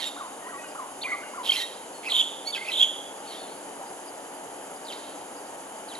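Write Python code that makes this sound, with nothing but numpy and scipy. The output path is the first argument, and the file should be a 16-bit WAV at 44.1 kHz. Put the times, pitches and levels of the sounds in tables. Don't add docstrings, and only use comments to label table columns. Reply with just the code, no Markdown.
import sys
import numpy as np
from scipy import signal
from scipy.fft import rfft, irfft
from scipy.io import wavfile

SR = 44100
rng = np.random.default_rng(int(sys.argv[2]) if len(sys.argv) > 2 else 0)


def store_pcm(level_fs):
    pcm = np.round(np.clip(level_fs, -1, 1) * 32767).astype(np.int16)
    wavfile.write(sys.argv[1], SR, np.atleast_2d(pcm).T)


N = 264159
TIME = np.arange(N) / SR
BINS = np.maximum(np.arange(N // 2 + 1) * SR / N, 1)
SIDES = np.array([[1], [-1]])

# (frequency [Hz], coherence [0-1])
COHERENCE = [(60, 0.9), (250, 0.99), (900, 0.89), (3000, 0.54), (11000, 0.52)]
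# (frequency [Hz], level difference [dB])
BALANCE = [(130, 3), (900, 0.7), (3000, -1), (11000, -0.5)]
# (frequency [Hz], phase [rad])
FIELD_LEAD = [(60, 0), (280, 0.34), (550, 0.7), (1400, 1.32), (4800, 1.63), (7500, 0.015), (10800, 1.43)]
TREE_LEAD = [(400, 0.3), (2000, 1.2), (3300, 1.1), (5000, 1.04), (9500, 0.085)]
# (frequency [Hz], relative spectral density [dB])
TRAFFIC_SPECTRUM = [(15, -77), (25, -49), (103, -21.5), (145, -18), (216, -8), (252, -8), (283, 0),
                    (317, -4.5), (362, -3.5), (630, -1), (680, -2), (889, 0), (1040, -8.5), (1580, -13),
                    (2400, -22), (3120, -56), (5280, -120)]
LEAF_SPECTRUM = [(1200, -14), (2000, 5), (2800, 8.5), (4000, 2), (5500, -0.5), (7000, 12), (8200, -7.5),
                 (11500, 4), (12800, -18), (15500, -23)]
# (time [s], relative level [dB])
TRAFFIC_SWELL = [(0, -44), (2.5, -44), (3.3, -43), (4.1, -43), (5.99, -43)]
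# (low edge [Hz], high edge [Hz], level [dB], flutter depth [dB])
INSECT_BANDS = [(2920, 3140, -63, -2), (4620, 5050, -67.5, 3.5), (6080, 8210, -57.5, 2),
                (9030, 10730, -53.5, -1), (10500, 11080, -58, 2)]

# (time from onset [s], pitch [Hz], effort [dB])
ARCH = [(0, 965, 1.5), (.014, 1450, -5.5), (.026, 1505, -10.5), (.052, 1120, 5), (.07, 1057, -1.5),
        (.12, 880, -8.5)]
DIP = [(0, 959, -13), (.03, 1053, 3), (.043, 1475, -7), (.055, 1738, -16), (.072, 1388, -6),
       (.088, 1162, 1.5), (.115, 1110, 4), (.165, 1162, -37), (.2, 1560, 1.5)]
CHIP = [(0, 4850, 1), (.013, 4700, 1), (.024, 3850, -4), (.04, 3830, -1), (.048, 3300, -6),
        (.06, 2950, -1.5), (.072, 2450, 0), (.083, 1990, 10), (.088, 1900, -6)]
# (gesture, onset [s], added effort [dB], pitch ratio)
LOW_CHIRPS = [(ARCH, .163, -39, 1.0), (DIP, .448, -42, 1.0), (ARCH, .748, -39, .97),
              (DIP, 1.04, -40.5, 1.02), (ARCH, 1.335, -39, .95), (ARCH, 2.075, -46, .96)]
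# (time [s], pitch [Hz], effort [dB])
FAR_WHISTLE = [(.42, 1830, -55), (.48, 1920, -53), (.56, 1920, -54), (.62, 1900, -55)]
CLUCK = [(3.812, 750, -31), (3.817, 767, -37.5), (3.839, 796, -48)]
# (onset [s], starting pitch [Hz], peak effort [dB])
PEEPS = [(.585, 2600, -52), (.635, 2950, -54), (1.23, 2900, -53), (1.94, 4420, -51.5), (3.27, 4480, -45),
         (3.365, 3600, -49), (3.4, 4420, -49)]

# (frequency [Hz], gain [dB])
THROAT = [(150, -60), (1000, -20), (1900, -17), (2500, -11), (3200, 0), (3800, -4.5), (4500, -10.5),
          (5500, -19), (7200, -18.5), (8900, -27), (10800, -15), (12000, -22), (13000, -38), (15500, -46)]
OPEN_BEAK = [(150, -65), (1000, -28), (1900, -24), (2500, -8.5), (3200, -0.5), (3800, -11.5), (4500, -13.5),
             (5100, -14.5), (5900, -16), (7400, -16.5), (8900, -21), (11200, -7), (12300, -32),
             (15500, -50)]
# (time [s], pitch [Hz], effort [dB], rasp [0-1])
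OPENING_RASP = [(0, 2148, -22.5, 0.5), (.022, 1825, -29, 0.68), (.056, 2014, -26.5, 0.63)]
STEP_DOWN = [(2.524, 3700, -35, .2), (2.54, 3400, -30, .2), (2.548, 3450, -36, .6), (2.551, 2550, -27, .4),
             (2.563, 2650, -22, .3), (2.565, 1600, -31, .4), (2.578, 1620, -28, .4)]
FAINT_RASP = [(3.22, 2480, -56, .9), (3.29, 2265, -45.5, 0.84), (3.335, 1813, -37, 0.63),
              (3.38, 1683, -54, 0.8), (3.54, 2274, -47, 0.4)]
# (time [s], pitch [Hz], effort [dB])
SQUEAL = [(.054, 3575, -6), (.068, 3738, -3), (.094, 3670, -12)]
WHISTLE = [(2.452, 2070, -36), (2.476, 2240, -11.5), (2.497, 2270, -16.5), (2.51, 2210, -22)]
LOW_NOTE = [(2.579, 2100, -16), (2.603, 2060, -20.5), (2.628, 2224, -20.5)]
# (note, fundamental gain [dB], overtone slope [dB/octave], pan left [dB])
SONG_PHRASES = [(OPENING_RASP, -7, -8, -6), (SQUEAL, -25.5, -20, -3), (WHISTLE, -20.5, -8.5, -5.5),
                (STEP_DOWN, 0, -8, -4), (LOW_NOTE, -1.7, -35, -3)]
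# (onset [s], added effort [dB])
CHIPS = [(4.850, -34), (5.872, -38.5)]
# (time from first stroke [s], pitch [Hz], effort [dB], rasp [0-1])
WIND_UP = [(-.068, 1940, -34, 0.81), (-.042, 2255, -27, 0.69), (-.027, 2544, -24, 0.27),
           (-.017, 2600, -23, 0.08), (-.011, 2050, -19, .25), (-.001, 1975, -17, 0)]
FLICK = [(-.027, 3800, -44, .1), (-.022, 3550, -34, .35), (-.016, 4650, -25, .2), (-.008, 4400, -29, .15),
         (-.001, 2300, -28, .1)]
# (onset [s], crest pitch [Hz], effort [dB])
SCREECH_STROKES = [
    [(2.098, 4350, -17), (2.106, 4250, -17), (2.126, 4000, -20), (2.148, 3750, -15), (2.170, 3750, -16.5),
     (2.190, 3550, -12), (2.202, 3550, -13)],
    [(2.714, 4150, -21), (2.722, 3950, -20), (2.745, 3700, -23), (2.767, 3800, -18.5), (2.787, 3700, -17.5),
     (2.807, 3550, -12), (2.821, 3500, -10.5)],
]
YODEL_STROKES = [(1.040, 2450, -21), (1.071, 2150, -20), (1.093, 2100, -18), (1.115, 2200, -13.5)]
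# (time [s], pitch [Hz])
SQUAWK_PITCH = [(1.432, 3203), (1.495, 3093), (1.505, 2122), (1.516, 2137), (1.526, 2450), (1.535, 2313),
                (1.539, 2760), (1.552, 2725), (1.556, 2000), (1.593, 2094), (1.603, 1890)]
# (onset [s], duration [s], effort [dB])
CRACKS = [(1.463, 0.0043, -28), (1.4765, 0.0021, -22.5), (1.486, 0.0037, -25), (1.4932, 0.01, -16),
          (1.5182, 0.0052, -18.5), (1.561, 0.0023, -20.5)]


def from_db(db):
    return 10 ** (np.asarray(db) / 20)


def unit_rms(x):
    return x / np.sqrt(np.mean(x ** 2) + 1e-20)


def at_hz(points, hz):
    known_hz, value = np.transpose(points)
    return np.interp(np.log(hz), np.log(known_hz), value)


def drift(rate_hz, size):
    noise = rfft(rng.standard_normal(size))
    hz = np.arange(len(noise)) * SR / size
    return unit_rms(irfft(noise / (1 + (hz / rate_hz) ** 2), size))


def diffuse_field(gain):
    mid, side = rfft(rng.standard_normal((2, N)))
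    coherence, lead = at_hz(COHERENCE, BINS), at_hz(FIELD_LEAD, BINS)
    pair = np.sqrt(1 + coherence) * mid + np.sqrt(1 - coherence) * side * SIDES
    pair /= np.sqrt(1 + coherence * np.cos(lead))
    pair *= from_db(SIDES * at_hz(BALANCE, BINS) / 2) * np.exp(.5j * SIDES * lead)
    noise = irfft(pair * gain, N)
    return noise / np.std(noise.mean(axis=0))


def point_source(x, pan_db, lead=TREE_LEAD):
    hz = np.maximum(np.arange(N + 1) * SR / (2 * N), 1)
    pair = irfft(rfft(x, 2 * N) * np.exp(.5j * SIDES * at_hz(lead, hz)))[:, :N]
    return pair * from_db(SIDES * pan_db / 2)


def foliage(x, near_db, near_t60, far_db, far_t60, build_s=0.044):
    t = TIME[:SR]
    branches = rng.standard_normal((2, SR)) * (rng.random(SR) < 900 / SR)
    branches *= from_db(-60 * t / near_t60) * (t > .002)
    trees = rng.standard_normal((2, SR)) * from_db(-60 * t / far_t60) * np.minimum(t / build_s, 1)
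    echoes = (from_db(near_db) * unit_rms(branches) + from_db(far_db) * unit_rms(trees)) / np.sqrt(SR)
    return x + signal.fftconvolve(x, echoes[:1], axes=1)[:, :N]


def traffic(gain_db=1.09, cutoff_hz=2300):
    level_db = np.interp(TIME, *np.transpose(TRAFFIC_SWELL)) + gain_db
    spectrum = from_db(at_hz(TRAFFIC_SPECTRUM, BINS)) / np.sqrt(1 + (BINS / cutoff_hz) ** 8)
    return from_db(level_db) * diffuse_field(spectrum)


def leaves(level_db=-53):
    spectrum = from_db(at_hz(LEAF_SPECTRUM, BINS)) * np.minimum(BINS / 1000, 1)
    return from_db(level_db) * diffuse_field(spectrum)


def insects(edge_order=7):
    choruses = 0
    for low_hz, high_hz, level_db, flutter_db in INSECT_BANDS:
        off_centre = np.abs(2 * BINS - low_hz - high_hz) / (high_hz - low_hz)
        band = 1 / np.sqrt(1 + off_centre ** edge_order)
        choruses += diffuse_field(band) * from_db(level_db + flutter_db * drift(23, N))
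    return choruses


def syrinx(rows, slope_db, throat, fundamental_db=0, clear_rasp=0.04, jitter=0.0807, shimmer_db=6,
           subharmonic_db=-7, rattle_hz=90, hiss_db=-10, size=2 ** 14):
    times, *columns = np.transpose(rows)
    start = max(int(times[0] * SR), 0)
    t = (start + np.arange(size)) / SR
    pitch, effort_db, *rasp_column = [np.interp(t, times, column) for column in columns]
    rasp = rasp_column[0] if rasp_column else clear_rasp
    swing = .2 * rasp ** 3 * np.sin(np.pi * rattle_hz * (t - times[0]))
    pitch *= np.exp(swing + jitter * rasp * drift(330, size))
    phase = 2 * np.pi * np.cumsum(pitch) / SR
    voice = np.zeros(size)
    for k in np.arange(1, 13) / 2:
        strength = from_db(slope_db * np.log2(k) if k > 1 else fundamental_db)
        if k % 1:
            strength = strength * rasp * from_db(subharmonic_db)
        resonance = from_db(at_hz(throat, k * pitch)) * (k * pitch < SR / 2)
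        voice += np.sqrt(2) * strength * resonance * np.sin(k * phase)
    puffs = rfft(rng.standard_normal(size) * (1 + np.cos(phase)))
    hz = 1 + np.arange(len(puffs)) * SR / size
    hiss = unit_rms(irfft(puffs * from_db(at_hz(throat, hz)), size))
    voice += from_db(hiss_db) * rasp * hiss
    gate = np.clip(np.minimum(t - times[0], times[-1] - t) / 0.0005, 0, 1)
    voice *= gate * from_db(effort_db + shimmer_db * rasp * np.minimum(drift(250, size), 1))
    return np.pad(voice, (start, N))[:N]


def transposed(gesture, onset_s, gain_db, ratio=1):
    return np.array(gesture) * [1, ratio, 1] + [onset_s, 0, gain_db]


def far_birds():
    response = [(300, -14), (700, -1.5), (2100, 4), (5000, -28)]   # (frequency [Hz], gain [dB])
    notes = [transposed(*chirp) for chirp in LOW_CHIRPS] + [FAR_WHISTLE, CLUCK]
    voices = sum(syrinx(rows, slope_db=-24, throat=response, clear_rasp=0.23) for rows in notes)
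    direct = point_source(voices, pan_db=.5, lead=FIELD_LEAD)
    return foliage(direct, near_db=-6.5, near_t60=0.23, far_db=-6.5, far_t60=1.0)


def peeps(attack_s=0.0089, length_s=0.037, sag_hz_per_s=4800, fade_db=8):
    t = np.array([0, attack_s, length_s])
    envelope_db = np.array([-fade_db, 0, -fade_db])
    throat = [(1200, -20), (2500, 4.5), (4500, -0.5), (7000, -20)]   # (frequency [Hz], gain [dB])
    notes = [np.column_stack([s + t, hz - sag_hz_per_s * t, db + envelope_db]) for s, hz, db in PEEPS]
    voices = sum(syrinx(rows, slope_db=-25, throat=throat) for rows in notes)
    return foliage(point_source(voices, pan_db=2), near_db=-15, near_t60=0.26, far_db=-0.5, far_t60=0.41)


def faint_rasp():
    voice = from_db(-3.5) * syrinx(FAINT_RASP, slope_db=-2, throat=THROAT)
    return foliage(point_source(voice, pan_db=-2), near_db=1.5, near_t60=.15, far_db=-2.5, far_t60=.55)


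def leaf_scatter(x, band_hz=(6450, 8000), gain_db=2, t60=1.0):
    treble = signal.sosfilt(signal.butter(2, band_hz, "band", fs=SR, output="sos"), x)
    echoes = unit_rms(rng.standard_normal((2, SR)) * from_db(-60 * TIME[:SR] / t60)) / np.sqrt(SR)
    return from_db(gain_db) * signal.fftconvolve(treble, echoes, axes=1)[:, :N]


def chip(onset_s, effort_db):
    return syrinx(transposed(CHIP, onset_s, effort_db), slope_db=-6, throat=THROAT, fundamental_db=-6,
                  clear_rasp=0.406, jitter=0.061, shimmer_db=15.5, subharmonic_db=-20, hiss_db=-21)


def warble(opening, strokes, last_s, foot_hz, rasp, skew=0.714, rounding=1.1, catch_s=.0018, catch_db=13):
    starts, crest_hz, effort_db = np.transpose(strokes)
    joins = np.append(starts, starts[-1] + last_s)
    t = np.arange(joins[0], joins[-1], 1 / SR)
    stroke = np.searchsorted(starts, t, "right") - 1
    since, until = t - joins[stroke], joins[stroke + 1] - t
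    arch = np.abs(np.sin(np.pi * (since / (since + until)) ** skew)) ** rounding
    pitch = foot_hz + (crest_hz[stroke] - foot_hz) * arch
    dip_db = catch_db * np.exp(-np.minimum(since, until) / catch_s)
    rows = np.column_stack([t, pitch, effort_db[stroke] - dip_db, np.full(len(t), rasp)])
    return np.vstack([np.array(opening) + [t[0], 0, 0, 0], rows])


def yodel():
    rows = warble(FLICK, YODEL_STROKES, last_s=.03, foot_hz=1920, rasp=0.23)
    return syrinx(rows, slope_db=-37, throat=THROAT, jitter=0.1, shimmer_db=2, hiss_db=-35)


def crack(voice, resonance_hz=3150, sweep_hz=1410, settle_s=0.0033, edge_s=.0015):
    for onset_s, length_s, effort_db in CRACKS:
        begin, end = onset_s - edge_s / 2, onset_s + length_s + edge_s / 2
        crossfade = np.clip(np.minimum(TIME - begin, end - TIME) / edge_s, 0, 1)
        reach_hz = sweep_hz * np.exp(-length_s / settle_s)
        rows = [(begin, resonance_hz - reach_hz, effort_db), (end, resonance_hz + reach_hz, effort_db)]
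        squeak = syrinx(rows, slope_db=-18, throat=THROAT)
        voice = voice + crossfade * (squeak - voice)
    return voice


def squawk(rattle_s=0.056, rattle_hz=87.9, rattle_db=-28, attack_db=13, flutter_db=3, length_s=0.207,
           hold_db=-21, sag_db_per_s=14, release_db_per_s=800, release_s=0.04, clearing_s=0.018):
    t = TIME[TIME < length_s + release_s]
    times = SQUAWK_PITCH[0][0] + t
    rattling = t < rattle_s
    pitch = np.interp(times, *np.transpose(SQUAWK_PITCH))
    swell_db = rattle_db - attack_db * (1 - t / rattle_s) ** 2
    dips_db = flutter_db * np.abs(np.sin(np.pi * rattle_hz * t))
    held_db = hold_db - sag_db_per_s * t - release_db_per_s * np.maximum(t - length_s, 0)
    effort_db = np.where(rattling, swell_db - dips_db, held_db)
    rasp = np.where(rattling, 1, 0.47 * np.clip((length_s - t) / clearing_s, .1, 1))
    rows = np.column_stack([times, pitch, effort_db, rasp])
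    damped = [(hz, min(db, -5)) for hz, db in THROAT]
    return crack(syrinx(rows, slope_db=-4.5, throat=damped, jitter=0.0484, shimmer_db=3,
                        subharmonic_db=-8, rattle_hz=rattle_hz, hiss_db=-6))


def screech(strokes, gain_db=0.03):
    rows = warble(WIND_UP, strokes, last_s=.015, foot_hz=2980, rasp=0.306)
    return from_db(gain_db) * syrinx(rows, slope_db=-12, throat=OPEN_BEAK, jitter=.125, shimmer_db=4.5,
                                     subharmonic_db=-31, hiss_db=-19)


def near_bird():
    song = 0
    for rows, fundamental_db, slope_db, pan_db in SONG_PHRASES:
        note = syrinx(rows, slope_db, THROAT, fundamental_db, clear_rasp=0.068, shimmer_db=10)
        song += point_source(note, pan_db)
    song += point_source(yodel(), pan_db=-1.5)
    screeches = point_source(sum(screech(strokes) for strokes in SCREECH_STROKES), pan_db=-4)
    chips = point_source(sum(chip(*row) for row in CHIPS), pan_db=-3)
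    bird = foliage(song, near_db=-6.5, near_t60=0.086, far_db=-9, far_t60=0.66)
    squawked = point_source(squawk(), pan_db=-4)
    bird += foliage(squawked, near_db=-9, near_t60=0.069, far_db=-11, far_t60=0.66)
    bird += foliage(screeches, near_db=-5, near_t60=0.091, far_db=-11.5, far_t60=0.71)
    bird += leaf_scatter(screeches)
    return bird + foliage(chips, near_db=-2.5, near_t60=0.24, far_db=-3.5, far_t60=0.63, build_s=0.21)


def scene():
    return leaves() + near_bird() + faint_rasp() + far_birds() + insects() + traffic() + peeps()


def record(dry):
    return signal.sosfilt(signal.ellip(10, .1, 80, 15600, fs=SR, output="sos"), dry)


dry = scene()
out = record(dry)
store_pcm(out)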